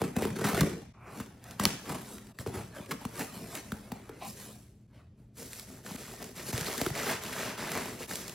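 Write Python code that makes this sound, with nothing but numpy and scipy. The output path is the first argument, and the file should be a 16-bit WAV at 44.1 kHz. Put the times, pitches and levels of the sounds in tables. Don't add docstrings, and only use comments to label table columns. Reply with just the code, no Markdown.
import sys
import numpy as np
from scipy import signal
from scipy.fft import rfft, irfft, next_fast_len
from scipy.io import wavfile
from scipy.ndimage import uniform_filter1d

SR = 44100
rng = np.random.default_rng(int(sys.argv[2]) if len(sys.argv) > 2 else 0)


def file_out(sig):
    cols = np.atleast_2d(sig).T
    lim = np.clip(cols, -1, 1)
    pcm = np.round(lim * 32767).astype(np.int16)
    wavfile.write(sys.argv[1], SR, pcm)


N = 367794
TIME = np.arange(N) / SR
SIZE = next_fast_len(N + SR)
FREQS = np.fft.rfftfreq(SIZE, 1 / SR)

# start_s, length_s, rasp_db, boom_over_rasp_db
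CUTS = [(0.0, 0.011, -38, 11), (0.14, 0.14, -43.5, 12.5), (0.336, 0.25, -45.5, 9), (0.416, 0.062, -34.5, 7),
        (0.52, 0.1, -37.5, 10), (0.627, 0.071, -47, 14), (0.74, 0.047, -55.5, 11), (1.586, 0.049, -35, 4.5),
        (1.86, 0.077, -40.5, 5)]
CUT_ATTACK_S, CUT_RELEASE_S, CUT_FIZZ_OVER_RASP_DB = 0.024, 0.11, -4
FLUTES_PER_S, FLUTE_JITTER, FLUTE_DECAY_DB = 32, 0.25, 10
# start_s, thump_db, thump_pitch_hz, clack_db, clack_pitch_hz
KNOCKS = [(0.016, -20, 474, -19.5, 725), (0.164, -18.5, 233, -20.5, 680), (0.221, -22, 458, -21, 580),
          (0.251, -18.5, 417, -23, 1180), (0.41, -25, 400, -27.5, 1280), (0.531, -22, 206, -23, 700),
          (0.546, -31, 397, -23, 1400), (0.576, -25, 397, -21, 1920), (0.607, -13.5, 158, -31, 1280),
          (1.2, -28, 240, -27.5, 1170), (1.597, -23.5, 220, -14.5, 1160), (1.627, -33, 175, -30, 900),
          (1.656, -22, 203, -21, 2360), (2.3872, -30.5, 123, -27.5, 1804), (2.462, -22.5, 435, -40.5, 1120),
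          (2.472, -31, 134, -32, 600), (2.56, -32, 110, -47, 1000), (2.59, -37, 105, -37, 1200),
          (2.797, -34.5, 213, -46, 900), (3.051, -25, 238, -23.5, 1000), (3.7193, -25, 220, -23.5, 1420),
          (3.9181, -28.5, 243, -24.5, 810), (4.0924, -33, 436, -37, 1250), (5.909, -35, 206, -32, 940),
          (5.944, -33, 260, -41, 700), (6.075, -40, 150, -42, 900), (6.528, -24, 124, -23, 610),
          (6.579, -29, 470, -28, 640), (6.604, -30, 160, -31, 1990), (6.682, -27.5, 430, -26, 1190),
          (6.813, -26, 290, -16.5, 583), (6.863, -20, 362, -18, 1360), (6.902, -27, 147, -27, 716),
          (7.751, -37, 300, -23.5, 1160), (7.774, -36, 570, -25, 1200), (7.856, -47, 400, -26.5, 870),
          (8.004, -32.5, 486, -42, 890), (8.111, -42, 300, -25.5, 1720)]
TICK_OVER_CLACK_DB = -4.5
# start_s, level_db, time_to_crest_s, edge_pitch_hz
CATCHES = [(0.223, -36.5, 0.0072, 2120), (0.362, -40, .003, 1290), (0.445, -32.5, 0.0062, 1230),
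           (0.462, -29, 0.0071, 890), (0.486, -32.5, 0.011, 1150), (0.585, -32, 0.0082, 1950),
           (0.607, -24, 0.0028, 1430), (1.202, -41.5, 0.0046, 1230), (1.851, -45, .007, 1290),
           (1.893, -45, 0.0052, 900), (1.951, -37, 0.0019, 800), (2.181, -43, 0.0018, 1790),
           (2.858, -47.5, 0.0027, 2380), (2.908, -32.5, 0.0045, 1870), (2.912, -29, 0.004, 1210),
           (3.1925, -28, 0.0027, 670), (3.203, -37, 0.0084, 1850), (3.551, -37, 0.0028, 2200),
           (3.571, -37, 0.0026, 1670), (5.861, -41.5, .002, 1500), (5.959, -37.5, .002, 2200),
           (6.132, -44.5, 0.0036, 694), (6.215, -40, 0.0035, 650), (6.392, -44, 0.0067, 1940),
           (6.502, -38, 0.0021, 2660), (6.655, -36, 0.011, 4060), (7.081, -34, 0.0041, 860),
           (7.106, -30, .007, 760), (7.325, -37, .003, 1900), (7.576, -38, .0025, 1000),
           (8.02, -42, 0.0026, 2870), (8.029, -37, 0.0022, 1950), (8.212, -42, 0.0027, 1100)]
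# start_s, level_db, decay_s
CRINKLES = [(0.608, -18.5, 0.0032), (1.261, -45, .002), (1.441, -37.5, 0.0016), (1.5098, -34.5, 0.0016),
            (1.638, -18, 0.0013), (2.1829, -47, 0.0013), (2.2697, -45, 0.0024), (3.552, -25, .002),
            (5.429, -33, .0007), (5.532, -25.5, 0.00086), (5.5965, -29, 0.0013), (5.863, -34.5, 0.0024),
            (5.957, -34, .002), (6.226, -31.5, 0.0025), (6.242, -32.5, 0.0022), (6.5781, -25, 0.0022),
            (6.6103, -22, .002), (6.779, -23.5, 0.0025), (6.8146, -18.5, .0015), (7.2369, -24, 0.00099),
            (7.7175, -23, 0.0023), (7.776, -21, .0006), (8.124, -27, 0.0009), (8.1352, -30, .002),
            (8.156, -22, 0.0018), (8.28, -26.5, .002), (8.295, -32, .002)]
# start_s, rise_s, length_s, release_s, level_db
GLIDES = [(0.926, 0.016, 0.095, .05, -63.5), (0.99, 0.047, .18, .07, -51.5)]
# pitch_hz, width_hz, level_db
GROOVE = [(835, 180, -1), (1160, 260, 4), (1384, 200, -10), (2290, 560, -5)]
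# start_s, rise_s, release_s, rasp_db, boom_db, fizz_db
SLIDES = [(1.05, 0.024, 0.12, -54, -42, -68), (1.075, 0.11, 0.092, -49, -41, -48),
          (1.226, 0.035, 0.2, -57.5, -47, -63), (1.393, .11, 0.1, -47.5, -48, -52.5),
          (1.653, .041, 1, -51, -46.5, -52.5), (1.913, 0.24, 0.047, -55, -46, -46.5),
          (2.386, 0.011, 0.05, -48.5, -40.5, -44), (2.459, 0.0051, 0.083, -44, -32.5, -47),
          (2.52, 0.03, 0.14, -41.5, -33.5, -45), (2.715, 0.055, 0.13, -44.5, -44, -50.5),
          (2.88, 0.028, 0.056, -44, -33.5, -45), (2.982, 0.024, 0.29, -50.5, -51, -51.5),
          (3.125, 0.07, 0.12, -40, -35, -39), (3.258, 0.11, 0.2, -48.5, -39, -46.5),
          (3.455, 0.12, 0.049, -42, -38.5, -40), (3.599, 0.04, 0.72, -54.5, -46, -54.5),
          (3.895, .017, 0.31, -53, -53.5, -69), (4.088, 0.013, 0.23, -54, -48, -73.5),
          (4.2, 0.082, 0.073, -52, -45.5, -41), (4.309, 0.1, 0.21, -51.5, -45, -45),
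          (4.908, 0.058, 0.11, -58.5, -63, -70.5), (5.167, .027, .11, -72.5, -60.5, -71.5)]
# start_s, relative_level_db
SNAPS = [(1.6535, 0), (1.6544, -6)]
SNAP_DB = -8.5
# pitch_hz, width_hz, level_db
TAPE = [(1280, 490, -17), (2270, 500, -21.5), (3100, 320, -9.5), (4500, 540, -1.5), (5400, 1200, 2.5),
        (8000, 2900, -11), (10700, 1300, 3)]
CARD_START_S, CARD_RISE_S, CARD_LENGTH_S, CARD_RELEASE_S = 4.2, 0.012, 0.063, 0.025
CARD_DB = -42.5
# pitch_hz, width_hz, level_db
CARD = [(760, 110, 16), (1020, 52, 12), (2370, 680, 0.5), (3730, 190, -5), (5500, 450, -17)]
# start_s, length_s, rasp_db, boom_db, fizz_db
SCOOPS = [(5.354, 0.12, -57.5, -51, -48.5), (5.487, 0.14, -58, -58.5, -49), (5.651, 0.13, -61, -51, -55),
          (5.826, 0.16, -53, -48, -50), (5.967, 0.16, -53, -54.5, -51), (6.086, 0.22, -59, -52.5, -54),
          (6.184, 0.024, -47, -42.5, -57), (6.339, 0.093, -50, -47.5, -46), (6.444, 0.075, -47, -41.5, -40),
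          (6.51, 0.38, -44, -47.5, -43), (6.925, 0.21, -38.5, -42, -41.5), (7.039, 0.1, -37.5, -45, -43.5),
          (7.198, 0.27, -44.5, -48, -45.5), (7.346, 0.18, -41, -46.5, -47.5),
          (7.559, 0.26, -41.5, -44.5, -46), (7.694, 0.2, -45, -46, -47), (7.838, 0.14, -54, -47.5, -52),
          (7.974, 0.055, -47, -45.5, -45), (8.067, 0.12, -48, -44.5, -42), (8.168, 0.2, -52, -50.5, -50)]
SCOOP_ATTACK_S, SCOOP_RELEASE_S = 0.025, 0.079
SQUEAK_LOW_HZ, SQUEAK_HIGH_HZ, SQUEAK_DECAY_CYCLES = 650, 8000, 2.5
SQUEAKS_PER_S, SQUEAK_DB = 700, -9.5
# frequency_hz, density_db (per Hz)
CARDBOARD_COLOUR = [(40, -27), (70, -7.5), (105, -2), (210, 5), (400, -4.5), (540, -7.5), (750, -13),
                    (1300, -15.5), (2300, -19.5), (3400, -26.5), (4400, -24.5), (9000, -22.5), (11400, -22),
                    (16000, -31.5)]
# frequency_hz, density_db (per Hz)
FOAM_COLOUR = [(29, -17), (50, -6.5), (128, 3), (252, 7.5), (291, -1), (428, 3), (520, -6), (630, -6),
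               (729, -11.5), (1910, -9.5), (3180, -16.5), (6390, -11.5), (9870, -13), (11100, -10),
               (16000, -19.5)]
# pitch_hz, level_db, t60_s
BOX = [(120, 2, 0.043), (154, -20, 0.29), (212.6, 1.5, 0.4), (297.6, 1.5, 0.27), (408, 2, 0.38),
       (461, 6, 0.24), (800, 0, .12)]
# frequency_hz, density_db (per Hz)
ROOM_NOISE = [(15, -39), (25, 9), (59, 4.5), (127, 1.5), (344, -13), (394, -14), (516, -22.5), (624, -22),
              (911, -35), (6050, -45), (16000, -67.5)]
ROOM_NOISE_DB = -55
# pitch_hz, level_db
HUM = [(118.4, -60.5), (210, -66.5)]
# frequency_hz, t60_s
KITCHEN = [(150, 0.47), (500, 0.19), (2000, 0.66), (6000, 0.6), (14000, 0.23)]
# frequency_hz, side_over_mid_db
KITCHEN_WIDTH = [(120, -10), (250, -17.5), (400, 6), (750, 9.5), (1300, -2.5), (1750, -15.5), (2100, -11.5),
                 (2450, 0.5), (3250, 3.5), (3650, -6), (4250, -6.5), (5200, 2), (8000, 2), (11000, -0.5),
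                 (14000, 3.5)]
# centre_s, depth_db, half_width_s
DIPS = [(0.931, -13, .005), (2.334, -17, 0.0097), (2.362, -6.5, 0.019), (4.872, -10, 0.0047),
        (5.969, -11, 0.0046), (6.522, -11.5, 0.0046), (8.07, -12, 0.0051)]
# frequency_hz, left_lead_rad
PORT_PHASE = [(4700, 0), (5500, -.7), (6400, -1.2), (8100, -.7), (8800, -1.3), (12500, -1.35),
              (16000, -1.8)]
# frequency_hz, left_over_right_db
PORT_BALANCE = [(150, 0), (250, 2.3), (500, .3), (1000, 0)]
EDGE_HZ = 15950


def gain_of(db):
    return 10 ** (np.asarray(db) / 20)


def evened(x):
    return x / np.sqrt(np.mean(x ** 2) + 1e-20)


def read(points, hz):
    table_hz, value = np.transpose(points)
    return np.interp(np.log(hz + 1), np.log(table_hz + 1), value)


def filtered(x, response):
    return irfft(rfft(x, SIZE) * response, SIZE)[..., :N]


def below(hz, order=4):
    return 1 / (1 + (FREQS / hz) ** (2 * order))


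def add(mix, s, sound):
    part = mix[max(round(s * SR), 0):][:len(sound)]
    part += sound[:len(part)]


def wander(hz):
    return evened(filtered(rng.standard_normal(N), below(hz, order=1)))


def ring(t, hz, decay):
    return np.sin(2 * np.pi * hz * t) * np.exp(-t / decay)


def mottled(x, depth_db, size):
    z = signal.stft(x, nperseg=size)[2]
    patches = uniform_filter1d(rng.standard_normal(z.shape), size=4, axis=0)
    patches = evened(uniform_filter1d(patches, size=4, axis=1))
    return signal.istft(z * gain_of(depth_db * patches), nperseg=size)[1][:N]


def grains(per_s, spread_db, clump_db, clump_hz, patchy_db):
    sizes = gain_of(spread_db * np.minimum(rng.exponential(1, N), 4))
    sizes = sizes * rng.choice([-1, 1], N)
    clicks = sizes * (rng.random(N) < per_s / SR)
    clicks = mottled(clicks, patchy_db, size=1024)
    clumps = gain_of(clump_db * np.clip(wander(clump_hz), -2, 2))
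    return evened(clicks * clumps)


def stroke(start, rise, length, release):
    t = TIME - start
    gathering, slowing = np.clip([1 - t / rise, (t - length) / release], -10, 10)
    return 1 / np.sqrt(1 + 10 ** (2 * gathering) + 10 ** (2 * slowing))


def together(strokes):
    powers = np.transpose([gain_of(row[1:]) ** 2 for row in strokes])
    envelopes = np.array([row[0] ** 2 for row in strokes])
    return np.sqrt(powers @ envelopes)


def box(x):
    t = TIME[:SR // 2]
    modes = sum(gain_of(db) * ring(t, hz, t60 / np.log(1000)) for hz, db, t60 in BOX)
    return signal.oaconvolve(x, modes / np.linalg.norm(modes))[:N]


def rubbing(strokes, colour, slips, ring_db):
    boom, rasp, fizz = together(strokes)
    low, high = below(600), 1 - below(3500)
    shape = gain_of(read(colour, FREQS))
    walls = evened(filtered(slips, shape * np.sqrt(low)))
    walls = evened(walls + gain_of(ring_db) * evened(box(walls)))
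    contact = evened(filtered(slips, shape * np.sqrt((1 - low) * (1 - high))))
    treble = evened(filtered(slips, shape * np.sqrt(high)))
    return walls * boom + contact * rasp + treble * fizz


def drag(resonances):
    shape = sum(gain_of(db) / (1 + 2j * (FREQS - hz) / width) for hz, width, db in resonances)
    top_hz = 1.1 * max(hz for hz, width, db in resonances)
    return evened(filtered(rng.standard_normal(N), shape * np.sqrt(below(top_hz, order=8))))


def background():
    air = evened(filtered(rng.standard_normal(N), gain_of(read(ROOM_NOISE, FREQS))))
    hum = np.zeros(N)
    for hz, db in HUM:
        phase = 2 * np.pi * hz * TIME + wander(2.1)
        hum += gain_of(db) * np.sqrt(2) * np.sin(phase)
    return gain_of(ROOM_NOISE_DB) * air + hum


def knife():
    flutes = np.cumsum(FLUTES_PER_S * (1 + FLUTE_JITTER * wander(22))) / SR
    slips = grains(per_s=6000, spread_db=3.0, clump_db=0.5, clump_hz=130, patchy_db=3.5)
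    rips = evened(slips * gain_of(-FLUTE_DECAY_DB * (flutes % 1)))
    pushes = [(stroke(s, CUT_ATTACK_S, length, CUT_RELEASE_S), db + boom_db, db, db + CUT_FIZZ_OVER_RASP_DB)
              for s, length, db, boom_db in CUTS]
    return rubbing(pushes, CARDBOARD_COLOUR, rips, ring_db=-4.0)


def knocks():
    t, out = TIME[:SR // 8], np.zeros(N)
    for s, thump_db, thump_hz, clack_db, clack_hz in KNOCKS:
        thump = ring(t, thump_hz, 1.77 / thump_hz) + 0.5 * ring(t, 1.9 * thump_hz, 0.45 / thump_hz)
        clack = ring(t, clack_hz, 0.0011) + 0.3 * ring(t, 2.5 * clack_hz, 0.0008)
        tick = rng.standard_normal(len(t)) * np.exp(-t / 0.0026) * (1 - np.exp(-t / 0.0014))
        contact = clack + gain_of(TICK_OVER_CLACK_DB) * tick
        add(out, s, gain_of(thump_db) * thump + gain_of(clack_db) * contact)
    return out + gain_of(-26.5) * box(out)


def catches():
    t, out = TIME[:SR // 8], np.zeros(N)
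    for s, db, crest, hz in CATCHES:
        fibres = rng.standard_normal(len(t))
        edge = evened(signal.lfilter(*signal.iirpeak(hz, 3.5, fs=SR), fibres))
        swell = t / crest * np.exp(1 - t / crest)
        add(out, s, gain_of(db) * swell * (0.58 * edge + 0.47 * fibres))
    return out


def crinkles():
    t, out = TIME[:SR // 30], np.zeros(N)
    for s, db, decay in CRINKLES:
        add(out, s, gain_of(db) * rng.standard_normal(len(t)) * np.exp(-t / decay))
    return filtered(out, (1 - below(980, order=1)) * np.sqrt(below(9300, order=1)))


def glide():
    envelope = sum(gain_of(db) * stroke(*timing) for *timing, db in GLIDES)
    return envelope * drag(GROOVE)


def cardboard():
    slips = grains(per_s=14000, spread_db=3.5, clump_db=1.5, clump_hz=130, patchy_db=3.5)
    slides = [(stroke(s, rise, rise, release), boom_db, rasp_db, fizz_db)
              for s, rise, release, rasp_db, boom_db, fizz_db in SLIDES]
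    return rubbing(slides, CARDBOARD_COLOUR, slips, ring_db=-4.5)


def snap():
    t, out, click = TIME[:SR // 50], np.zeros(N), np.zeros(N)
    crack = sum(gain_of(db) * ring(t, hz, 1 / (np.pi * width)) for hz, width, db in TAPE)
    for s, db in SNAPS:
        add(out, s, gain_of(SNAP_DB + db) * crack)
    add(click, SNAPS[0][0], np.ones(1))
    return out, filtered(click, np.sqrt(below(6000, order=1)))


def card():
    envelope = stroke(CARD_START_S, CARD_RISE_S, CARD_LENGTH_S, CARD_RELEASE_S)
    return gain_of(CARD_DB) * envelope * drag(CARD)


def squeaks():
    t, out = TIME[:SR // 40], np.zeros(N)
    pitches = np.geomspace(SQUEAK_LOW_HZ, SQUEAK_HIGH_HZ, num=24)
    for place, pick, size in rng.random((round(SQUEAKS_PER_S * N / SR), 3)):
        hz = pitches[int(pick * len(pitches))]
        chirp = ring(t, hz, SQUEAK_DECAY_CYCLES / hz)
        add(out, place * N / SR, np.sqrt(hz) * size ** 2 * chirp)
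    return evened(out)


def peanuts():
    scuffs = grains(per_s=7500, spread_db=3.0, clump_db=0.5, clump_hz=143, patchy_db=1.5)
    scuffs = mottled(scuffs, 1.0, size=256)
    crackle = grains(per_s=200, spread_db=1.0, clump_db=-3.0, clump_hz=23, patchy_db=3)
    slips = evened(scuffs + gain_of(-9.0) * crackle + gain_of(SQUEAK_DB) * squeaks())
    scoops = [(stroke(s, SCOOP_ATTACK_S, length, SCOOP_RELEASE_S), boom_db, rasp_db, fizz_db)
              for s, length, rasp_db, boom_db, fizz_db in SCOOPS]
    return rubbing(scoops, FOAM_COLOUR, slips, ring_db=-27)


def kitchen(x):
    count = SR // 2
    taps = rng.standard_normal((2, count)) * (rng.random((2, count)) < 3000 / SR)
    taps = taps * (TIME[:count] > 0.005)
    hz, t, z = signal.stft(taps, SR, nperseg=256)
    decay = gain_of(-60 * t / read(KITCHEN, hz)[:, None])
    tail = signal.istft(z * decay, SR, nperseg=256)[1]
    mid, side = signal.fftconvolve(x[None], tail / np.linalg.norm(tail[0]), axes=1)[:, :N]
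    return mid + np.array([[1], [-1]]) * filtered(side, gain_of(read(KITCHEN_WIDTH, FREQS)))


def dips():
    return gain_of(sum(db * np.exp(-((TIME - s) / width) ** 2) for s, db, width in DIPS))


def scene():
    rubs = knife() + cardboard() + peanuts() + catches() + crinkles() + glide() + card()
    impacts = knocks()
    crack, click = snap()
    room = kitchen(gain_of(-14.0) * rubs + gain_of(-14.5) * impacts + gain_of(-2.5) * click)
    return dips() * (rubs + impacts + crack + room + background())


def record(dry):
    lag_cycles = 1.8
    smear = np.exp(-2j * np.pi * lag_cycles * (np.log(1 + FREQS / 30) - FREQS / (SR / 2)))
    sides = np.array([[0.5], [-0.5]])
    ports = np.exp(1j * sides * read(PORT_PHASE, FREQS)) * gain_of(sides * read(PORT_BALANCE, FREQS))
    sound = filtered(dry, smear * ports * (1 - below(48, order=2)))
    low_pass = signal.firwin(511, EDGE_HZ, window=("kaiser", 9), fs=SR)
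    return signal.oaconvolve(sound, low_pass[None], "same")


dry = scene()
out = record(dry)
file_out(out)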